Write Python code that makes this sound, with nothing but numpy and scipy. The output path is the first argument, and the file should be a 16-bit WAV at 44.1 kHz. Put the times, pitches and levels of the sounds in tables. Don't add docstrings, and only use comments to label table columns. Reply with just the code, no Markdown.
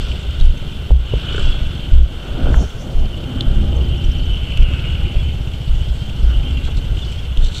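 import sys
import numpy as np
from scipy import signal
from scipy.fft import rfft, irfft
from scipy.io import wavfile
from scipy.ndimage import uniform_filter1d, minimum_filter1d

SR = 44100
rng = np.random.default_rng(int(sys.argv[2]) if len(sys.argv) > 2 else 0)


def to_linear_factor(level_db):
    exponent = np.asarray(level_db, float) / 20
    return 10 ** exponent


def master_out(mix):
    frames = np.transpose(np.atleast_2d(mix))
    ceiling = np.clip(frames, -1, 1)
    pcm = np.round(ceiling * 32767).astype(np.int16)
    wavfile.write(sys.argv[1], SR, pcm)


N = 335160


def rms_one(x):
    return x / np.sqrt(np.mean(x ** 2) + 1e-20)


def in_time(rows):
    s, *columns = np.transpose(rows)
    ends_early = s[-1] < N / SR - .1
    t = np.arange(N) / SR
    return [np.interp(t, s, c, left=-120, right=-120 if ends_early else c[-1]) for c in columns]


def swells(rows, rest_db):
    t, power = np.arange(0, N, 32) / SR, 0
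    for s, db, length in rows:
        power = power + to_linear_factor(2 * db) * np.exp(-2 * ((t - s) / length) ** 2)
    return np.sqrt(np.interp(np.arange(N) / SR, t, power) + to_linear_factor(2 * rest_db))


def drift(rate):
    r = np.exp(-80 * np.pi * rate / SR)
    slow = signal.lfilter([1], [1, -2 * r, r * r], rng.standard_normal(N // 40 + 2002))[2000:]
    return np.interp(np.arange(N) / 40, np.arange(len(slow)), rms_one(slow))


def steadied(x, size):
    steady_share = .55
    power = uniform_filter1d(uniform_filter1d(x ** 2, size=size), size=size)
    return rms_one(x / (power + 1e-12) ** (steady_share / 2))


def ring(clicks, hz, t60):
    r, w = to_linear_factor(-60 / (t60 * SR)), 2 * np.pi * hz / SR
    return signal.lfilter([0, np.sin(w)], [1, -2 * r * np.cos(w), r * r], clicks + 1e-18)


def resonant(x, peaks, flicker_db):
    out = 0
    for k, (hz, width, db) in enumerate(peaks):
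        r = np.exp(-np.pi * width / SR)
        poles = [1, -2 * r * np.cos(2 * np.pi * hz / SR), r * r]
        section = [(1 - r * r) / 2, 0, (r * r - 1) / 2] + poles
        gain = to_linear_factor(db + flicker_db * drift(25))
        out = out + (-1) ** k * gain * signal.sosfilt([section, section], x)
    return rms_one(out)


def coloured(spectrum):
    hz, db = np.transpose(spectrum)
    grid = np.log(np.arange(1, N // 2 + 2) * SR / N)
    gain = to_linear_factor(np.interp(grid, np.log(hz), db, left=-90, right=-90))
    return rms_one(irfft(rfft(rng.standard_normal(N)) * gain, N))


def add(out, s, piece):
    at = round(s * SR)
    out[at:at + len(piece)] += piece[:N - at]


# start_s, firing_rate_hz
FIRING = [(0.0, 27.56), (0.22, 27.25), (0.43, 21.97), (0.9, 19.66), (1.16, 25.99), (1.33, 26.75),
          (1.41, 33.43), (1.74, 22.47), (2.06, 20.76), (3.02, 16.36), (3.29, 16.53), (3.72, 14.65),
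          (4.44, 14.37), (4.7, 17.81), (4.86, 19.86), (5.51, 14.72), (6.57, 14.47), (7.6, 15.23)]


def cycle():
    first_turn = .72
    return first_turn + np.cumsum(in_time(FIRING)[0]) / SR


# start_s, level_db
CLATTER = [(0.0, -32.5), (0.27, -35.5), (0.93, -38.5), (1.08, -35), (1.35, -30), (1.6, -33), (1.95, -38),
           (2.2, -39.5), (2.45, -36), (2.8, -42), (3.35, -39), (4.2, -38), (4.9, -37.5), (5.3, -40.5),
           (5.6, -39.5), (6.55, -38.5), (7.35, -39), (7.6, -36)]


def effort():
    level_db, = in_time(CLATTER)
    return level_db - level_db.mean()


def throb(turns):
    angle = 2 * np.pi * (turns - .1)
    return to_linear_factor(1.3 * np.cos(2 * angle) + .8 * np.cos(angle))


def grains():
    jumps = to_linear_factor(.7 * rng.exponential(1, N // 64 + 1))
    return rng.standard_normal(N) * jumps.repeat(64)[:N]


# pitch_hz, level_db
HISS = [(530, -7), (900, 1), (1450, -12), (2000, -1.5), (3070, -13), (9510, -17.5), (14400, -20),
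        (15500, -6)]


def hiss():
    return to_linear_factor(-49) * coloured(HISS)


# start_s, level_db
WIND = [(0.0, -34.5), (0.8, -35.5), (1.44, -31), (1.75, -35.5), (2.24, -33.5), (2.45, -23.5), (2.63, -23),
        (2.69, -37), (2.83, -30), (3.2, -33), (3.36, -29), (3.6, -33), (3.78, -26), (4.02, -37),
        (4.7, -32.5), (5.52, -36.5), (6.4, -34), (7.6, -36.5)]
# peak_s, level_db, length_s, size_db (large buffet, small rumble)
EDDIES = [(.2, -33.5, 0.39, -9.5), (.63, -55, 0.13, -4), (1.12, -24.5, 0.069, -5.5), (1.5, -22.5, 0.17, 6),
          (1.9, -30.5, 0.064, -10), (2.05, -24.5, 0.036, -10.5), (2.52, -18.5, 0.11, -4),
          (2.34, -30, 0.042, 4), (1.7, -34.5, 0.076, -9), (4.17, -22, 0.032, -9), (5.06, -29, .06, -3),
          (4.29, -28, 0.027, -11.5), (4.95, -25.5, 0.07, -6), (5.22, -23, .08, -6.5),
          (.3, -30.5, 0.044, -11), (2.97, -23, 0.051, 0), (3.1, -27.5, 0.12, 2.5), (3.38, -22, 0.044, -4),
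          (1.35, -23.5, .05, -7), (.78, -34, 0.072, -5), (3.68, -23, 0.065, -7), (3.82, -20.5, 0.24, -6.5),
          (4.23, -29, 0.17, 3), (4.44, -23, 0.19, 1), (4.76, -21, 0.11, -2), (4.95, -23.5, 0.096, 2.5),
          (5.42, -25.5, 0.2, -3), (5.84, -20.5, 0.097, -2.5), (6.18, -26, 0.16, -3.5),
          (6.33, -18.5, 0.13, 3.5), (6.54, -29.5, 0.12, -7.5), (6.72, -23, 0.1, 1.5),
          (6.94, -26, 0.07, -9.5), (7.25, -32, 0.39, -4.5), (7.47, -32, 0.084, 5)]
# pitch_hz, level_db_per_hz
BUFFET = [(5.9, -45), (10, -5), (43, -10), (70, -13), (91, -38), (150, -120)]
RUMBLE = [(35, -20), (48, -4), (64, 0), (80, -6), (100, -17), (150, -27)]
ROAR = [(110, 4.5), (160, -3), (230, -8), (350, -11), (600, -14), (800, -20.5), (1070, -27.5), (1400, -29)]


def wind():
    lumps, calm_db, roar_db = drift(12), -29, 0.5
    large = swells([(s, db + size, length) for s, db, length, size in EDDIES], calm_db)
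    small = swells([(s, db - size, length) for s, db, length, size in EDDIES], calm_db)
    out = large * to_linear_factor(1.0 + 2.9 * lumps) * coloured(BUFFET)
    shed = steadied(coloured(RUMBLE), size=900)
    out += small * to_linear_factor(-.5 + 1.2 * lumps + .8 * drift(7)) * shed
    flow_db = in_time(WIND)[0] + roar_db + 0.087 * lumps + 1.63 * drift(35.0)
    return out + to_linear_factor(flow_db) * coloured(ROAR)


# peak_s, level_db, length_s
SEAMS = [
    (1.05, -45, 0.079),
    (1.37, -40, 0.2),
    (2.45, -43, 0.38),
    (3.43, -44, 0.22),
    (4.78, -44.5, 0.28),
    (6.31, -41, 0.035),
    (6.68, -40, 0.024),
    (2.5, -39.5, 0.086),
]
# pitch_hz, width_hz, level_db
TYRES = [(1487, 335, 9), (1180, 1080, -1.5)]


def tyres():
    mean_db, follows = -48, 0.91
    gain = swells(SEAMS, mean_db + follows * effort())
    return gain * resonant(grains(), TYRES, flicker_db=.9)


# peak_s, level_db, length_s
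DRONE = [(0.7, -41.5, 0.47), (1.46, -40, 0.18), (1.88, -36, 0.37), (2.5, -39, 0.11), (3.05, -34.5, 0.2),
         (3.5, -27.5, 0.31), (3.9, -29, 0.45), (4.74, -31.5, 0.04), (5.1, -35.5, 0.56), (5.65, -47, 0.34),
         (6.45, -34, 0.44), (6.72, -35.5, 0.19)]
# pitch_hz, width_hz, level_db
PIPE = [(207.6, 18, 1.5), (253.8, 24.3, -2), (340, 56, -7.5), (586.5, 51, -17.5), (804, 18, -14.5)]


def drone():
    return swells(DRONE, -55) * to_linear_factor(-2.0) * resonant(rng.standard_normal(N), PIPE, flicker_db=2.5)


# peak_s, level_db, length_s
ALONGSIDE = [
    (2.42, -49, 0.24),
    (4.78, -39.5, 0.45),
    (5.15, -43, 0.24),
    (6.58, -44, 0.26),
    (7.2, -47, 0.12),
]
# pitch_hz, width_hz, level_db
FLANK = [(2732, 164, 3), (2474, 104, -4), (2225, 500, -7)]


def alongside(turns):
    mean_db, follows = -48, 1
    gain = swells(ALONGSIDE, mean_db + follows * effort())
    return gain * throb(turns) * resonant(grains(), FLANK, flicker_db=.9)


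# peak_s, level_db, length_s
TURNS = [
    (0.0, -43, 0.11),
    (1.43, -41.5, 0.1),
    (2.64, -49, 0.15),
    (.15, -51, .1),
    (4.95, -55, 0.73),
    (5.97, -50, 0.61),
    (7.07, -45.5, 0.16),
]
# pitch_hz, width_hz, level_db
RUSTLE = [(4300, 1400, 7), (5700, 1630, 1), (6400, 1640, 1), (7950, 1270, 0)]


def rustle(turns):
    mean_db, follows = -50, 0.45
    gain = swells(TURNS, mean_db + follows * effort()) * to_linear_factor(-3.0)
    return gain * throb(turns) * resonant(grains(), RUSTLE, flicker_db=2.0)


# peak_s, level_db, length_s
SCUFF = [
    (6.665, -43.5, 0.028),
    (6.778, -41.5, 0.018),
    (7.455, -37, 0.04),
    (7.55, -37, 0.04),
    (7.578, -33.5, 0.019),
]
# pitch_hz, width_hz, level_db
CLOTH = [(3580, 530, 6.5), (4203, 590, 3.5), (5900, 1300, -6), (7570, 940, -5), (9900, 2600, -21)]


def scuff():
    slips = (rng.random(N) < 6000 / SR) * rng.standard_normal(N)
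    slips = slips + 0.042 * rng.standard_normal(N)
    return swells(SCUFF, -120) * resonant(slips, CLOTH, flicker_db=1.5)


# start_s, peak_db, pitch_hz, t60_s, crack_db
TICKS = [(0.4, -14, 3350, 0.012, -9), (.409, -23.5, 3800, 0.047, -9), (0.454, -21, 3040, 0.016, -4),
         (1.2047, -41.5, 3040, 0.016, -9), (1.6701, -22, 2820, 0.012, -7), (3.4083, 2.5, 3540, 0.0078, -18),
         (3.914, -23, 2900, 0.02, -14), (4.573, -10, 2910, 0.014, -8), (4.629, -17, 2770, 0.016, -10),
         (4.9517, -16, 2900, 0.022, -23), (6.095, -21, 2750, 0.02, -9), (6.6506, -19, 2800, 0.012, -5),
         (6.77, -25, 4250, 0.015, 0), (6.99, -21, 3200, 0.029, -17), (7.373, -9, 3200, 0.011, -11),
         (7.427, -29, 3450, 0.013, -8), (7.447, -18, 3400, 0.011, -1), (7.545, -24, 3730, 0.047, -5),
         (7.582, -16, 3680, 0.015, -7)]
# start_s, peak_db, pitch_hz, t60_s
KNOCKS = [(.9065, -14, 520, .016), (.9065, -19, 700, .016), (.907, -16.5, 154, .036),
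          (.9155, -18, 420, .02), (1.136, -6, 91, .06), (1.137, -7, 440, .021), (1.137, -17, 780, .018),
          (1.381, -24, 1400, .025), (2.389, -21, 250, .3), (2.469, -16, 600, .022), (2.501, -17, 255, .09),
          (2.5425, -5, 1400, .011), (2.5425, -10, 1060, .011), (2.5425, -22, 2300, .009),
          (2.548, -14, 119, .072), (2.606, -23, 570, .03), (2.605, -19, 250, .07), (3.412, -20, 250, .05),
          (6.673, -36, 1500, .03), (6.677, -31, 760, .04), (6.684, -37, 1150, .03)]


def fittings():
    out, t = np.zeros(N), np.arange(round(.1 * SR)) / SR
    band = signal.butter(2, [3200, 8000], "band", fs=SR, output="sos")
    cracks = signal.sosfilt(band, rng.standard_normal((len(TICKS), len(t))))
    for (s, db, hz, t60, crack_db), crack in zip(TICKS, cracks):
        body = to_linear_factor(crack_db) * crack
        for ratio, height in [(1, 1), (1.112, 0.67), (0.925, .5), (1.21, 0.12)]:
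            body = body + height * np.sin(2 * np.pi * ratio * hz * t)
        add(out, s, to_linear_factor(db - 3 - 60 * t / t60) * np.clip(t / .0011, 0, 1) * body)
    for s, db, hz, t60 in KNOCKS:
        body = np.sin(2 * np.pi * hz * t) + .5 * np.sin(2 * np.pi * 1.14 * hz * t)
        onset = np.sin(np.clip(t / 0.00092, 0, np.pi / 2)) ** 2
        add(out, s, -to_linear_factor(db - 60 * t / t60) * onset * body)
    return out


# level_db, pitch_hz, t60_s
SWINGING = (-12, 22, 0.14)
# start_s, sway_peak_db, sway_hz, shudder_peak_db, length_s
STRIDES = [(0.024, -17, 27.8, -18.5, 0.031), (0.406, -1, 24.4, -10.5, 0.09), (0.901, -3, 36.6, 1.5, 0.041),
           (0.984, -10, 24, -13, 0.02), (1.126, -22, 40, -8.5, 0.011), (1.391, -10.5, 20.4, -37, 0.12),
           (1.917, -1, 23.36, -4.5, 0.1), (2.421, -8.5, 23.7, -16.5, 0.092), (2.556, -7.5, 27.1, -3, 0.027),
           (2.948, -6.5, 21.2, -15, 0.093), (3.463, -6.5, 27.2, -13, 0.039), (3.551, -6.5, 28, -17, 0.044),
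           (4.04, -7, 29.3, -12, 0.049), (4.587, -2, 27, -9.5, 0.05), (5.149, -7.5, 28.5, -20, 0.027),
           (5.689, -7.5, 25.7, -13, 0.076), (5.886, -14.5, 30.4, -13.5, 0.042),
           (6.225, -8, 25.6, -7.5, 0.033), (6.35, -16, 29.3, -12, 0.047), (6.848, -15, 28.9, -24, 0.1),
           (7.374, -4.5, 25.2, -14, 0.077)]


def strides():
    shudder_lag_s = 0.0104
    (db, hz, t60), t = SWINGING, np.arange(N) / SR
    out = to_linear_factor(db - 60 * t / t60) * np.cos(2 * np.pi * hz * t)
    for s, sway_db, sway_hz, shudder_db, length in STRIDES:
        shudder_hz = 62.54 + 0.75 * sway_db
        t = np.arange(round((length + .15) * SR)) / SR
        held = np.clip(t / 0.007, 0, 1) * np.exp(-np.clip(t - length, 0, 1) / 0.026)
        shudder = np.sin(2 * np.pi * shudder_hz * t) + 0.1 * np.sin(2 * np.pi * 2.3 * shudder_hz * t)
        add(out, s, held * to_linear_factor(sway_db) * np.sin(2 * np.pi * sway_hz * t))
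        add(out, s + shudder_lag_s, held * to_linear_factor(shudder_db) * shudder)
    return out


# peak_s, level_db, length_s
SQUEAL = [
    (2.6, -42, 0.064),
    (2.7, -54, .06),
    (2.82, -49, 0.033),
    (2.92, -59, 0.2),
]
# pitch_hz, width_hz, level_db
DRUM = [(5600, 330, -5), (6250, 260, -3), (6800, 250, -7), (7300, 400, -11), (9200, 500, -16)]


def brake():
    return swells(SQUEAL, -120) * resonant(rng.standard_normal(N), DRUM, flicker_db=1.5)


# start_s, peak_db, start_hz, end_hz, length_s
CHIRPS = [(0.572, -43, 5900, 6660, .012), (3.752, -45, 6200, 6210, 0.028), (3.839, -46, 4340, 5300, .015),
          (3.974, -45, 5100, 5980, .014), (4.042, -41, 5200, 6400, 0.015),
          (4.109, -39.5, 4564, 6740, 0.019), (4.18, -42, 5570, 5990, 0.011),
          (4.193, -40, 4300, 4590, 0.0098), (4.253, -44.5, 5700, 6500, .011), (4.334, -48, 5820, 5900, .01),
          (7.009, -29.5, 3690, 3280, 0.044)]


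def chirps():
    out = np.zeros(N)
    for s, db, start_hz, end_hz, length in CHIRPS:
        count = round(length * SR)
        phase = 2 * np.pi * np.cumsum(np.linspace(start_hz, end_hz, count)) / SR
        add(out, s, to_linear_factor(db) * np.hanning(count) * np.sin(phase))
    return out


# start_s, peak_db, start_hz, end_hz, length_s
GLIDES = [(1.003, -38, 3220, 3010, .15), (1.238, -34, 3120, 2900, 0.122), (1.331, -36, 2960, 3120, .12),
          (3.803, -42, 3110, 3020, .2), (4.561, -33, 3010, 2700, 0.19), (4.8, -34, 2760, 3070, .16),
          (4.998, -35.5, 2950, 3030, .16), (5.148, -40, 3400, 3290, .12), (5.592, -38.5, 3080, 2840, .07),
          (5.79, -39, 3000, 3270, 0.13), (6.29, -36, 3065, 2940, .1), (6.418, -37.5, 2950, 3170, 0.1),
          (6.53, -38, 2690, 2760, 0.081), (7.041, -35, 3125, 2960, .12), (7.15, -34, 2996, 3480, .07)]


def glides():
    out, rough, wobble_hz = np.zeros(N), to_linear_factor(2.4 * drift(50)), 29.8 * drift(41)
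    for s, db, start_hz, end_hz, length in GLIDES:
        count = round(length * SR)
        hz = np.linspace(start_hz, end_hz, count) + wobble_hz[round(s * SR):][:count]
        add(out, s, to_linear_factor(db) * np.hanning(count) * np.sin(2 * np.pi * np.cumsum(hz) / SR))
    return out * rough


WHINE_DB = -42
# peak_s, level_db, length_s
PULLS = [(1.11, -30, 0.058), (1.19, -31, 0.045), (1.31, -28.5, 0.084), (1.42, -30, 0.12),
         (1.84, -34.5, 0.047), (3.41, -36, 0.1), (3.85, -40, 0.055), (3.97, -31, 0.11), (4.17, -33, 0.083),
         (4.33, -29, 0.083), (4.51, -30, .07), (4.42, -31.5, 0.35), (4.95, -31, 0.23), (5.28, -32.5, 0.082),
         (3.2, -39.5, 0.25), (3.7, -35, 0.45), (5.7, -41, 0.086), (5.83, -36, .05), (6.02, -35, 0.022),
         (6.35, -33.5, 0.077), (6.47, -34, 0.08), (6.82, -40, 0.041), (7.1, -33.5, 0.12), (.74, -40, 0.044)]
# pitch_hz, width_hz, level_db
PULLEY = [(2872, 107, 3), (3186, 87, 2.5), (2554, 120, -11), (1470, 44, -9.5)]


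def pulley():
    sung = resonant(rng.standard_normal(N), PULLEY, flicker_db=4.5)
    return swells(PULLS, WHINE_DB) * to_linear_factor(-10) * sung


# start_s, pitch_hz
WHINE = [(0.0, 3210), (1.1, 3060), (1.3, 2991), (1.45, 3050), (2.5, 3068), (3.41, 3085), (4.2, 3035),
         (4.55, 3008), (4.85, 2936), (5.0, 3003), (5.63, 2980), (5.82, 3020), (6.02, 3164), (6.3, 3010),
         (6.52, 3113), (6.6, 3040), (7.13, 3040), (7.6, 3055)]
# offset_hz, level_db
STRANDS = [(0, -3), (-320, -13.5), (320, -16.5)]
# peak_s, level_db, length_s
LOW_RIB = [
    (1.22, -40, .06),
    (1.46, -36, 0.088),
    (4.706, -33.5, 0.17),
    (4.87, -46, 0.055),
    (5.071, -43, 0.05),
    (5.25, -43, 0.085),
    (6.597, -39, .07),
]
# peak_s, level_db, length_s
HIGH_RIB = [
    (1.106, -42, 0.1),
    (1.3, -36, .04),
    (1.41, -32, 0.08),
    (1.53, -33, .05),
    (4.915, -37, .06),
    (5.177, -40, 0.094),
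    (6.504, -43, 0.044),
    (6.66, -35, 0.044),
    (7.32, -43, 0.037),
]


def whine(width_hz, wander_hz):
    hz, = in_time(WHINE)
    out, pull = np.zeros(N), swells(PULLS, WHINE_DB + 0.4 * effort())
    low_pass = signal.butter(2, width_hz / 2, fs=SR, output="sos")
    bites_by_rib = [0, swells(LOW_RIB, -120), swells(HIGH_RIB, -120)]
    for (offset_hz, strand_db), bites in zip(STRANDS, bites_by_rib):
        slow = signal.sosfilt(low_pass, rng.standard_normal((2, N)))
        phase = 2 * np.pi * np.cumsum(hz + offset_hz + wander_hz * drift(3)) / SR
        strand = steadied(slow[0] * np.cos(phase) + slow[1] * np.sin(phase), size=250)
        out += np.hypot(pull * to_linear_factor(strand_db), bites) * to_linear_factor(.8 * drift(4)) * strand
    return to_linear_factor(-4.5) * out


# start_s, peak_db
TAPS = [(0.115, -21), (0.197, -28), (0.3061, -26), (1.5902, -27), (2.325, -30), (3.058, -30), (3.239, -29),
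        (3.3821, -31), (3.6126, -30), (3.7288, -32), (3.942, -34), (4.04, -23), (4.1485, -25), (4.329, -39),
        (4.3619, -33), (4.519, -22), (4.6203, -24), (4.6867, -29), (4.735, -23), (4.789, -25),
        (4.8404, -23), (4.952, -32), (5.0041, -33), (5.032, -35), (5.059, -25), (5.1194, -26), (5.235, -23),
        (5.285, -28), (5.471, -30), (5.535, -27), (5.8106, -33), (6.428, -30), (6.507, -29), (6.57, -24),
        (6.6297, -37), (6.967, -25), (7.1222, -30), (7.466, -29.5), (7.552, -33), (7.565, -31),
        (7.5722, -29)]
# pitch_hz, width_hz, level_db
TAPPET = [(2380, 350, 0.5), (2750, 330, 0), (3050, 460, 5), (3370, 380, -7), (4300, 450, -10),
          (7400, 1300, -18)]
# start_s, peak_db
SPITS = [
    (2.5551, -34),
    (3.4085, -50),
    (4.5711, -40),
    (4.6294, -52),
    (0.4539, -52),
]


def taps():
    tap_db, tap_t60_s = -4.5, 0.038
    struck, spat, t = np.zeros(N), np.zeros(N), np.arange(round(.05 * SR)) / SR
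    for (s, db), burst in zip(TAPS, rng.standard_normal((len(TAPS), len(t)))):
        add(struck, s, to_linear_factor(db + tap_db - 60 * t / tap_t60_s) * burst)
    for s, db in SPITS:
        add(spat, s, to_linear_factor(db + 6.0) * np.array([1., -1.]))
    high_pass = signal.butter(4, 8500, "high", fs=SR, output="sos")
    covered = struck.std() * resonant(struck + 1e-18, TAPPET, flicker_db=3.0)
    return covered + signal.sosfilt(high_pass, spat + 1e-18)


# pitch_hz, width_hz, level_db
CASE = [(3040, 490, 5), (3388, 104, 4), (3543, 305, 0), (4305, 340, -11.5)]


def clatter(turns):
    level_db = in_time(CLATTER)[0] - 3
    return to_linear_factor(level_db) * throb(turns) * resonant(grains(), CASE, flicker_db=.7)


# peak_s, level_db, length_s
BLIP = [
    (0.03, -39.5, 0.79),
    (1.365, -19.5, 0.065),
]


def bark_db():
    return 20 * np.log10(swells(BLIP, -47.5))


# pitch_hz, level_db, t60_s
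INTAKE = [(409, 3, 0.045), (1453, 0, 0.019)]


def intake(turns):
    opened, level_db, out = np.diff(np.floor(turns + .42), prepend=0) > 0, bark_db(), np.zeros(N)
    for hz, db, t60 in INTAKE:
        out += ring(opened * to_linear_factor(level_db + db + 1.5 * rng.standard_normal(N)), hz, t60)
    return out


# pitch_hz, level_db, t60_s
HEAD = [(6850, -41, 0.046), (7230, -17, 0.032), (7900, -28, 0.04)]


def head(turns):
    fired, level_db, out = np.diff(np.floor(turns), prepend=0) > 0, bark_db(), np.zeros(N)
    for hz, db, t60 in HEAD:
        out += ring(fired * to_linear_factor(level_db + db + 3 * rng.standard_normal(N)), hz, t60)
    return out


# start_s, exhaust_peak_db
LOAD = [(0, -21), (.9, -19), (1.28, -18.5), (1.4, -13), (1.45, -21.5), (1.7, -14), (2.2, -29), (3, -20.5),
        (3.8, -15), (4.4, -13.5), (4.75, -10.5), (5.3, -12), (6.3, -14), (6.8, -14), (7.6, -18.5)]
# peak_s, peak_db, length_s
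BACKBEAT = [
    (3.5, -12, 0.22),
    (3.9, -16.5, 0.22),
]
# pitch_hz, level_db, t60_s
SILENCER = [(65.7, -13.5, 0.37), (140.6, -17, 0.13)]


def exhaust(turns):
    pop_hz, pop_rise_hz_s, pop_width_s = 105, 3000, .0055
    strength = to_linear_factor(in_time(LOAD)[0] + rng.standard_normal(N))
    fired = (np.diff(np.floor(turns), prepend=0) > 0) * strength
    between = (np.diff(np.floor(turns + .5), prepend=1) > 0) * swells(BACKBEAT, -120)
    t = np.arange(-800, 801) / SR
    pop = np.cos(2 * np.pi * (pop_hz + pop_rise_hz_s * t) * t) * np.exp(-(t / pop_width_s) ** 2)
    out = signal.fftconvolve(fired + between, pop - pop.mean(), "same")
    soft = signal.sosfilt(signal.butter(2, 150, fs=SR, output="sos"), fired + 1e-18)
    for hz, db, t60 in SILENCER:
        out += to_linear_factor(db) * ring(soft, hz, t60)
    return out


def scene():
    turns = cycle()
    surroundings = hiss() + wind() + tyres() + drone() + alongside(turns)
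    handling = rustle(turns) + scuff() + fittings() + strides()
    drive = brake() + chirps() + glides() + pulley() + whine(width_hz=75, wander_hz=21.94)
    engine = taps() + clatter(turns) + intake(turns) + head(turns) + exhaust(turns)
    port = surroundings + handling + drive + engine
    return (port - port.mean())[None]


def band_limit(x):
    return signal.sosfilt(signal.butter(12, 16080, fs=SR, output="sos"), x)


def record(dry):
    ceiling_db, release_db_s, cutoff_hz = .35, 21, 15230
    slope = release_db_s * np.arange(N) / SR
    over_db = np.maximum(20 * np.log10(np.abs(dry[0]) + 1e-9) - ceiling_db, 0)
    held_db = np.maximum.accumulate(over_db + slope) - slope
    duck_db = uniform_filter1d(-minimum_filter1d(-held_db, size=133), size=133)
    limited = np.clip(dry * to_linear_factor(-duck_db), -1, 1)
    top_cut = signal.cheby2(14, 40, cutoff_hz, fs=SR, output="sos")
    mix = signal.sosfilt(top_cut, limited)
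    return band_limit(mix)


dry = scene()
out = record(dry)
master_out(out)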